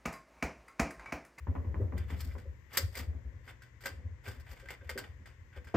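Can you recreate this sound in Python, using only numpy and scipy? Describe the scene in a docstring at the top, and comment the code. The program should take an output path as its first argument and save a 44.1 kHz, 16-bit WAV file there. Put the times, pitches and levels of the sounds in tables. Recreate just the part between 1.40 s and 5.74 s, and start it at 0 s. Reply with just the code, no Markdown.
"""A fluorescent fixture on a workbench

A hand works at the switch and cord of a sheet-metal fixture. As it rocks, the wooden bench booms in
short low throbs and knocks in its modes. Impact and stick-slip friction make the switch and metal
click, rattle and scrape. A faint ballast hum and a hiss from the left fill the workshop."""
import sys
import numpy as np
from scipy import signal
from scipy.fft import rfft, irfft
from scipy.io import wavfile
from scipy.ndimage import uniform_filter1d

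SR = 44100
rng = np.random.default_rng(int(sys.argv[2]) if len(sys.argv) > 2 else 0)


def wrap_up_sound(samples):
    """Save the sound to the file named by the first command line argument, as 16-bit audio."""
    columns = np.atleast_2d(samples).T
    # keep every value between -1 and 1, then stretch to whole-number steps
    tamed = np.clip(columns, -1, 1)
    steps = np.round(tamed * 32767).astype(np.int16)
    wavfile.write(sys.argv[1], SR, steps)


N = 191462
T = np.arange(N) / SR
F = np.maximum(np.fft.rfftfreq(N, 1 / SR), 1)

# Throbs of the bench top. Each row: crest time in seconds, level in dB, frequency in Hz.
THROBS = [(0.03, -37.5, 70), (0.101, -23, 83.5), (0.193, -27.5, 79.5), (0.281, -26, 85.4),
          (0.32, -31.5, 70), (0.382, -27.5, 77), (0.427, -23.5, 94.3), (0.462, -27.5, 88),
          (0.523, -36, 66.6), (0.561, -29, 75.6), (0.614, -28, 78), (0.658, -35.5, 81), (0.741, -29, 76.6),
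          (0.792, -36, 81), (0.832, -32, 78.4), (0.887, -33, 75), (0.953, -34, 71.3), (1.009, -41.5, 80),
          (1.087, -36, 71.7), (1.14, -46, 70), (1.41, -40.5, 80.2), (1.447, -25, 87), (1.502, -37, 86.5),
          (1.584, -38.5, 70), (1.624, -35.5, 77), (1.695, -27, 77.7), (1.765, -32.5, 78),
          (1.872, -32.5, 65.6), (1.963, -39, 81.4), (2.53, -40, 84), (2.583, -39, 74), (2.666, -30, 85.6),
          (2.72, -38.5, 83), (2.893, -34.5, 94.5), (2.994, -40, 72), (3.115, -40, 70), (3.3, -47, 71.7),
          (3.418, -47, 79), (3.474, -40, 76), (3.528, -41, 77.73), (3.698, -40, 80), (3.765, -45, 67.6),
          (3.815, -45.5, 77), (4.023, -43, 81.5), (4.189, -38.5, 72.5), (4.271, -42, 72.7)]
# Clicks at the switch end. Each row: start in seconds, level in dB, relative treble in dB,
# T60 in seconds, clack pitch in Hz.
SWITCH_CLICKS = [(0.5783, -37.5, -9, 0.093, 1880), (0.7032, -37.5, -16.5, 0.11, 2090),
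                 (0.8048, -39.5, -2, 0.082, 2380), (0.8457, -56, 1, 0.053, 1940),
                 (0.912, -42.5, -21, 0.093, 2100), (0.9797, -42.5, -20, 0.22, 1480),
                 (1.33, -45.5, -4, 0.52, 1580), (1.371, -17, -4, 0.12, 1970),
                 (1.5438, -42, -27, 0.14, 2140), (1.553, -31, -10, 0.072, 2120),
                 (1.5705, -33.5, -10, 0.17, 2020), (2.0772, -38.5, -25.5, 0.29, 1580),
                 (2.2195, -43, -16, 0.23, 1570), (2.4065, -45.5, -10.5, 0.42, 1480),
                 (2.436, -38.5, -20, 0.45, 1560), (2.456, -22, -12, 0.13, 1550),
                 (2.8611, -36, -29.5, 0.095, 1560), (2.878, -32, -13.5, 0.16, 1630),
                 (2.997, -46.5, -13, 0.17, 1570), (3.0655, -46, -31, 0.082, 1480),
                 (3.109, -47, -7.5, 0.16, 2140), (3.1659, -44, -20, 0.63, 2050),
                 (3.197, -45, -17, 0.18, 1500), (3.2562, -41, -22, 0.06, 1570),
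                 (3.2864, -30, -21.5, 0.1, 2080), (3.304, -33.5, -14, 0.1, 2030),
                 (3.337, -42.5, -19, 0.11, 2170), (3.411, -45.5, -36, 0.11, 1595),
                 (3.4927, -23, -14.5, 0.12, 1892), (3.5761, -23, -12, 0.14, 1530),
                 (3.6386, -36.5, -26, 0.16, 2230), (3.8571, -38, -19.5, 0.29, 1930),
                 (4.1265, -46, -26, 0.2, 1600), (4.1617, -44, -20, 0.19, 1625),
                 (4.2437, -44.5, -16, 0.13, 2040), (4.2702, -37, -20.5, 0.2, 1550)]
# Fingers and cord dragging on metal. Each row: start, crest and end in seconds, body level in dB,
# treble level in dB. A stroke is silent past its end, even if that precedes its start or crest.
SCRAPE_STROKES = [(0.563, 0.572, 0.75, -57, -69), (0.668, 0.693, 0.92, -56.5, -61.5),
                  (0.754, 0.799, 1.13, -64.5, -60), (1.279, 1.371, 1.388, -45.5, -53.5),
                  (1.495, 1.583, 1.7, -52, -49.5), (2.005, 2.113, 2.12, -58, -60.5),
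                  (2.39, 2.457, 2.43, -55.5, -61), (2.82, 2.856, 3.074, -56.5, -59),
                  (3.03, 3.108, 3.2, -56.5, -63), (3.244, 3.339, 3.36, -57.5, -63),
                  (3.416, 3.454, 3.96, -66, -73.5), (3.599, 3.642, 3.49, -50, -72.5),
                  (3.867, 3.94, 3.68, -55.5, -65.5), (4.105, 4.185, 4.2, -60.5, -75)]
# Knocks of the housing on wood. Each row: start in seconds, level in dB, pitch struck hardest in Hz.
HOUSING_KNOCKS = [(0.081, -37.5, 230), (0.163, -38, 207), (0.26, -39.5, 162), (0.355, -36, 179),
                  (0.398, -33.5, 392), (0.535, -35, 195), (0.714, -37.5, 190), (0.848, -43.5, 170),
                  (0.954, -44, 437), (1.05, -52, 543), (1.325, -55.5, 322), (1.378, -39, 564),
                  (1.565, -47, 540), (1.593, -42.5, 233), (1.678, -45, 151), (1.736, -50, 253),
                  (1.842, -49.5, 187), (1.938, -57.5, 250), (2.072, -55.5, 490), (2.435, -53, 536),
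                  (2.455, -41.5, 610), (2.579, -50.5, 149), (2.641, -51, 167), (2.871, -42.5, 380),
                  (2.958, -60.5, 258), (3.117, -54.5, 520), (3.226, -51.5, 501), (3.301, -51, 505),
                  (3.412, -53, 520), (3.491, -45.5, 530), (3.554, -36, 425), (3.796, -53, 193.3),
                  (4.162, -49, 502), (4.261, -49.5, 152)]
# Muffled taps of the housing edge just ahead of a knock. Each row: start in seconds, level in dB.
EDGE_TAPS = [(0.07, -40.5), (0.152, -35.5), (0.246, -48), (0.343, -39.5), (0.522, -43), (0.702, -44.5),
             (0.951, -48), (1.732, -55.5)]
# A thin high hiss that comes and goes. Each row: time in seconds, level in dB.
THIN_HISS_LEVELS = [(0.0, -85.5), (0.4, -88), (1.0, -91), (1.5, -87.5), (1.8, -92), (3.0, -97.5),
                    (3.4, -90.5), (3.9, -94), (4.34, -88.5)]

# Modes of bench, housing and small parts. Each row: frequency in Hz, level in dB, T60 in seconds.
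BENCH_MODES = [(183, -1, 0.12), (253, 6.5, 0.068), (294, 3.5, 0.037), (395, 3.5, 0.078), (494.5, -1.5, .15),
               (541, 0, 0.14), (585, 0, 0.032), (641, -15, 0.11)]
HOUSING_MODES = [(1334, -6.5, 0.058), (1510, -6, 0.18), (1579.7, 2, 0.085), (1723, -12, 0.045),
                 (1884, 2, 0.025), (2037, 2.5, 0.055), (2152, -2.5, 0.058), (2365, -1.5, 0.047),
                 (3160, -5.5, 0.11), (3550, 0.5, 0.045)]
SMALL_PART_MODES = [(4400, -15, .09), (4710, -3, 0.09), (4820, -3.5, 0.032), (5074, -2, 0.067),
                    (4900, -3, 0.075), (5100, -0.5, 0.085), (6000, -9, 0.095), (7650, -4.5, 0.057),
                    (8260, -10, 0.0675)]
# Spectra of the metal's three noise bands, the knocks' puff, the taps and the room air.
# Each row: frequency in Hz, relative spectral density in dB.
BODY_SPECTRUM = [(300, -12.5), (700, -6), (1100, -9), (1600, -6.5), (2200, -1.5), (2700, -7), (3400, -12),
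                 (4200, -46)]
TREBLE_SPECTRUM = [(2600, -17.5), (3200, -8), (3700, -9.5), (4100, -9.5), (4600, -6), (5200, -3.5),
                   (6300, -9.5), (7700, -4.5), (9000, -6), (10200, -23), (11500, -46)]
TOP_SPECTRUM = [(9000, -40), (10300, -13.5), (11600, 0.5), (13500, 0.5), (14800, 0.5), (15700, -7.5),
                (16700, -20.5)]
PUFF_SPECTRUM = [(100, -17), (180, 0), (300, 0), (550, -2.5), (800, -14), (1300, -21), (3000, -46.5)]
TAP_SPECTRUM = [(400, 3.5), (700, -5), (1000, -1), (1300, -11.5), (2000, -14.5), (3000, -31), (5000, -52)]
AIR_SPECTRUM = [(25, -34), (45, -3), (100, -5), (140, -15.5), (175, -24.5), (380, -25), (440, -30),
                (500, -23), (700, -40.5), (1050, -27.5), (1250, -36.5), (1950, -25.5), (2450, -37),
                (4300, -48), (6700, -47.5), (8000, -56), (9500, -59), (12000, -97)]
FLAT_SPECTRUM = [(100, 0), (16000, 0)]
# Likeness of the ears for contacts and air. 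Each row: frequency in Hz, left-right correlation.
CONTACT_COHERENCE = [(150, 0.98), (300, 0.68), (600, 0.24), (1200, 0.64), (2200, 1), (3500, 0.57),
                     (6000, 0.47), (8000, 1), (15000, 0.73)]
AIR_COHERENCE = [(60, 1), (400, 0.45), (1000, 0.22), (3000, .1), (8000, 0.24), (11000, 0.98)]
# Sideways lean of contacts and air. Each row: frequency in Hz, left minus right level in dB.
CONTACT_PAN = [(300, 1), (1700, -1), (3100, 1.5), (5000, 6.5), (7000, 0.5), (15000, -0.5)]
AIR_PAN = [(60, 6), (350, -1.5), (1000, 6), (1800, 13), (4000, 7.5), (6500, 15), (7900, 22.5), (8700, 4.5),
           (9500, -3.5)]

THROB_CYCLES = 2.03   # width of a throb's crest
TREMBLE_DB, TREMBLE_T60_S, TREMBLE_BAND_HZ = -21.5, 0.81, (56.5, 93)
CLICK_RISE_S, CRACK_RISE_S, CRACK_T60_S = 0.0043, 0.0011, 0.04
CATCHES_PER_S, CATCH_DB, CATCH_T60_S = 82, -2.5, 0.026
HUM_HZ, HUM_DB, AIR_DB = 120.8, -61, -57.5
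SHOP_T60_S, SHOP_DB = 0.28, -14
PORT_HZ, PORT_WIDTH_HZ, PORT_LAG_S = 10370, 2250, 12e-6
BASS_CUT_HZ, STOPBAND_HZ = 35.5, 16800


def bench_booms():
    """Forced vibration: each rock drives the bench's lowest modes for a few cycles, then they tremble."""
    throbs, phases = np.zeros(N), rng.uniform(0, 2 * np.pi, len(THROBS))
    for (crest, db, hz), phase in zip(THROBS, phases):
        near = np.abs(T - crest) < 0.2
        t = T[near] - crest
        swell = from_db(db) * np.exp(-2 * (t * hz / THROB_CYCLES) ** 2)
        throbs[near] += swell * np.cos(2 * np.pi * hz * t + phase)
    crests, db, _ = np.transpose(THROBS)
    settling = decays(crests, db + TREMBLE_DB, TREMBLE_T60_S, rise_s=0.014)
    tremble = settling * band_noise(TREMBLE_BAND_HZ, order=2)
    return (throbs + tremble) * from_db([[1.3], [-1.3]])


def fixture_metal():
    """Resonance: the noise of clicks and scrapes radiates directly and shakes housing and small parts."""
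    envelopes = click_envelopes() + scrape_envelopes()
    slip_power = grit(spread_db=2.2, grain=150)[0] ** 2
    slips = np.sqrt(uniform_filter1d(slip_power, size=60))   # stick-slip shakes all bands together
    body, treble, top = (slips * band * grit(spread_db=0.71, grain=30) for band in envelopes)
    starts, db, _, _, pitch_hz = np.transpose(SWITCH_CLICKS)
    clack = struck(HOUSING_MODES, starts, db - 16.5, pitch_hz, slope_db=19.5, contact_s=0.0046)
    housing = clack * [[1.3], [0.45]] + from_db(-15.5) * shaken(body, HOUSING_MODES)
    rattle = from_db(-14.5) * shaken(treble, SMALL_PART_MODES)
    noise = coloured(body, BODY_SPECTRUM) + coloured(treble, TREBLE_SPECTRUM)
    return noise + coloured(top, TOP_SPECTRUM) + coloured(housing + rattle, FLAT_SPECTRUM)


def click_envelopes():
    """Impact transients: a short crack opens each click's decay in the body, treble and top bands."""
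    starts, db, treble_db, t60, _ = np.transpose(SWITCH_CLICKS)
    top_db = 1.49 * treble_db   # in a dull click the top drops faster than the treble

    def burst(click_db, crack_db, click_t60):
        crack = decays(starts, crack_db, CRACK_T60_S, CRACK_RISE_S)
        return crack + decays(starts, click_db, click_t60, CLICK_RISE_S)

    body = burst(db - 19.5, db - 22.5, t60)
    treble = burst(db + treble_db - 6, db + treble_db - 9.5, 0.73 * t60)
    top = burst(db + top_db - 6, db + top_db - 8, 0.71 * t60)
    return np.array([body, treble, top])


def scrape_envelopes():
    """Sliding friction: each stroke swells, and the finger catches in ticks in the upper two bands."""
    ticks = (rng.random(N) < CATCHES_PER_S / SR) * from_db(CATCH_DB + 2.2 * rng.standard_normal(N))
    catches = 0.77 + signal.lfilter([1], [1, -from_db(-60 / (CATCH_T60_S * SR))], ticks)
    body, treble, top = np.zeros((3, N))
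    for start, crest, end, body_db, treble_db in SCRAPE_STROKES:
        stroke = np.interp(T, [start, crest, end], [0, 1, 0]) ** 2
        body += from_db(body_db) * stroke
        treble += from_db(treble_db - 5) * stroke * catches
        top += from_db(treble_db - 9) * stroke * catches
    return np.array([body, treble, top])


def bench_knocks():
    """Free vibration: the wood rings after each blow of the housing, amid a dull puff of noise."""
    starts, db, pitch_hz = np.transpose(HOUSING_KNOCKS)
    wood = struck(BENCH_MODES, starts, db, pitch_hz, slope_db=17, contact_s=0.057)
    puff = decays(starts, db - 9.5, t60=0.37, rise_s=0.023) * rng.standard_normal((2, N))
    return wood * from_db([[0.6], [-0.6]]) + coloured(puff, PUFF_SPECTRUM)


def edge_taps():
    """Impact noise: the housing edge makes a brief hard contact that leaves a muffled, gritty decay."""
    starts, db = np.transpose(EDGE_TAPS)
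    contact = decays(starts, db - 3, t60=0.03, rise_s=0.0004)
    tail = decays(starts, db - 3, t60=0.18, rise_s=0.0004)
    return coloured((contact + tail) * grit(spread_db=3.6, grain=40), TAP_SPECTRUM)


def workshop_reverb(sound):
    """Diffuse reflection: each ear receives its own low-passed, exponentially decaying tail."""
    t = T[:SR // 2]
    tail = rng.standard_normal((2, len(t))) * from_db(-60 * t / SHOP_T60_S) * (t > 0.006)
    tail = signal.lfilter([1], [1, -0.5], tail)
    tail /= np.sqrt(np.sum(tail ** 2, axis=1, keepdims=True))
    return from_db(SHOP_DB) * signal.fftconvolve(sound, tail, axes=1)[:, :N]


def ballast_hum():
    """Simple harmonic motion: the ballast radiates one steady low tone."""
    return from_db(HUM_DB) * np.sin(2 * np.pi * HUM_HZ * T)


def room_air():
    """Ambient noise: a steady rumble and hiss lean left, and a thin centred hiss comes and goes."""
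    air = coloured(rng.standard_normal((2, N)), AIR_SPECTRUM, AIR_COHERENCE, AIR_PAN)
    thin_db = np.interp(T, *np.transpose(THIN_HISS_LEVELS))
    return from_db(AIR_DB) * air + from_db(thin_db) * band_noise((11300, 15000), order=3)


def struck(modes, starts, db, pitch_hz, slope_db, contact_s):
    """Modal excitation: a blow feeds each mode over its contact, slope_db less per octave off pitch."""
    onsets, out = (starts * SR).astype(int), np.zeros(N)
    draws = rng.normal(0, 1, (len(starts), len(modes), 2)).transpose(1, 2, 0)
    push = 2 * (1 - from_db(-60 / (contact_s * SR)))
    for (hz, mode_db, t60), (scatter, polarity) in zip(modes, draws):
        off_pitch_db = slope_db * np.abs(np.log2(hz / pitch_hz))
        blows = np.zeros(N)
        blows[onsets] = from_db(db + mode_db - off_pitch_db + 2.24 * scatter) * np.sign(polarity)
        out += ring(push * ring(blows, hz, contact_s), hz, t60)
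    return out


def shaken(drive, modes):
    """Random excitation: noise sustains each mode at a power independent of its damping."""
    return sum(from_db(db) * np.sqrt(2 - 2 * from_db(-120 / (t60 * SR))) * ring(drive, hz, t60)
               for hz, db, t60 in modes)


def ring(drive, hz, t60):
    """Damped oscillator: a unit impulse starts a decaying sine of unit height."""
    radius, angle = from_db(-60 / (t60 * SR)), 2 * np.pi * hz / SR
    return signal.lfilter([0, np.sin(angle)], [1, -2 * radius * np.cos(angle), radius ** 2], drive + 1e-18)


def decays(starts, db, t60, rise_s):
    """Exponential damping: an envelope rises at each start and falls 60 dB in t60 seconds."""
    out = np.zeros(N)
    for start, level, length, rise in np.broadcast(starts, db, t60, rise_s):
        onset = int(start * SR)
        t = T[:N - onset][:int(1.5 * length * SR)]
        out[onset:onset + len(t)] += from_db(level - 60 * t / length) * (1 - np.exp(-t / rise))
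    return out


def grit(spread_db, grain):
    """Uneven micro-contacts: two noises share a level that wanders over about grain samples."""
    roughness = uniform_filter1d(rng.standard_normal(N), size=grain) * np.sqrt(grain)
    return rms_one(from_db(spread_db * roughness) * rng.standard_normal((2, N)))


def band_noise(edges_hz, order):
    """Band limiting: white noise is filtered to one band at unit rms."""
    band = signal.butter(order, edges_hz, "band", fs=SR, output="sos")
    return rms_one(signal.sosfilt(band, rng.standard_normal(N)))


def coloured(pair, spectrum, coherence=CONTACT_COHERENCE, pan=CONTACT_PAN):
    """Partial coherence: mid and side mix into left and right, shaped by a unit-power spectrum."""
    mid, side = rfft(pair)
    alike, gain = np.clip(at_hz(coherence), -1, 1), from_db(at_hz(spectrum))
    sign = np.array([[1], [-1]])
    ears = np.sqrt(1 + alike) * mid + np.sqrt(1 - alike) * side * sign
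    ears *= from_db(sign * at_hz(pan) / 2)
    return irfft(ears * gain / np.sqrt(2 * np.mean(gain ** 2)), N)


def at_hz(points):
    """Interpolation in log frequency carries a table onto the FFT grid."""
    hz, value = np.transpose(points)
    return np.interp(np.log(F), np.log(hz), value)


def from_db(db):
    """Amplitude grows tenfold every 20 dB."""
    return 10 ** (np.asarray(db) / 20)


def rms_one(x):
    """Normalisation brings a signal to unit rms."""
    return x / np.sqrt(np.mean(x ** 2) + 1e-20)


def scene():
    """Superposition: fixture and bench add to their reverberation, the room air and the hum."""
    contacts = fixture_metal() + bench_knocks() + edge_taps()
    booms = bench_booms()
    background = room_air() + ballast_hum()
    return contacts + booms + workshop_reverb(contacts + from_db(-6.5) * booms) + background


def record(dry):
    """All-pass resonance: the right port turns the phase once round; deep bass and the top are cut."""
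    radius = np.exp(-np.pi * PORT_WIDTH_HZ / SR)
    poles = [1, -2 * radius * np.cos(2 * np.pi * PORT_HZ / SR), radius ** 2]
    late = irfft(rfft(dry[1]) * np.exp(-2j * np.pi * F * PORT_LAG_S), N)   # this port lies further off
    ports = np.array([dry[0], signal.lfilter(poles[::-1], poles, late)])
    ports = signal.sosfilt(signal.butter(2, BASS_CUT_HZ, "high", fs=SR, output="sos"), ports)
    return signal.sosfilt(signal.cheby2(12, 70, STOPBAND_HZ, fs=SR, output="sos"), ports)


dry = scene()
out = record(dry)
wrap_up_sound(out)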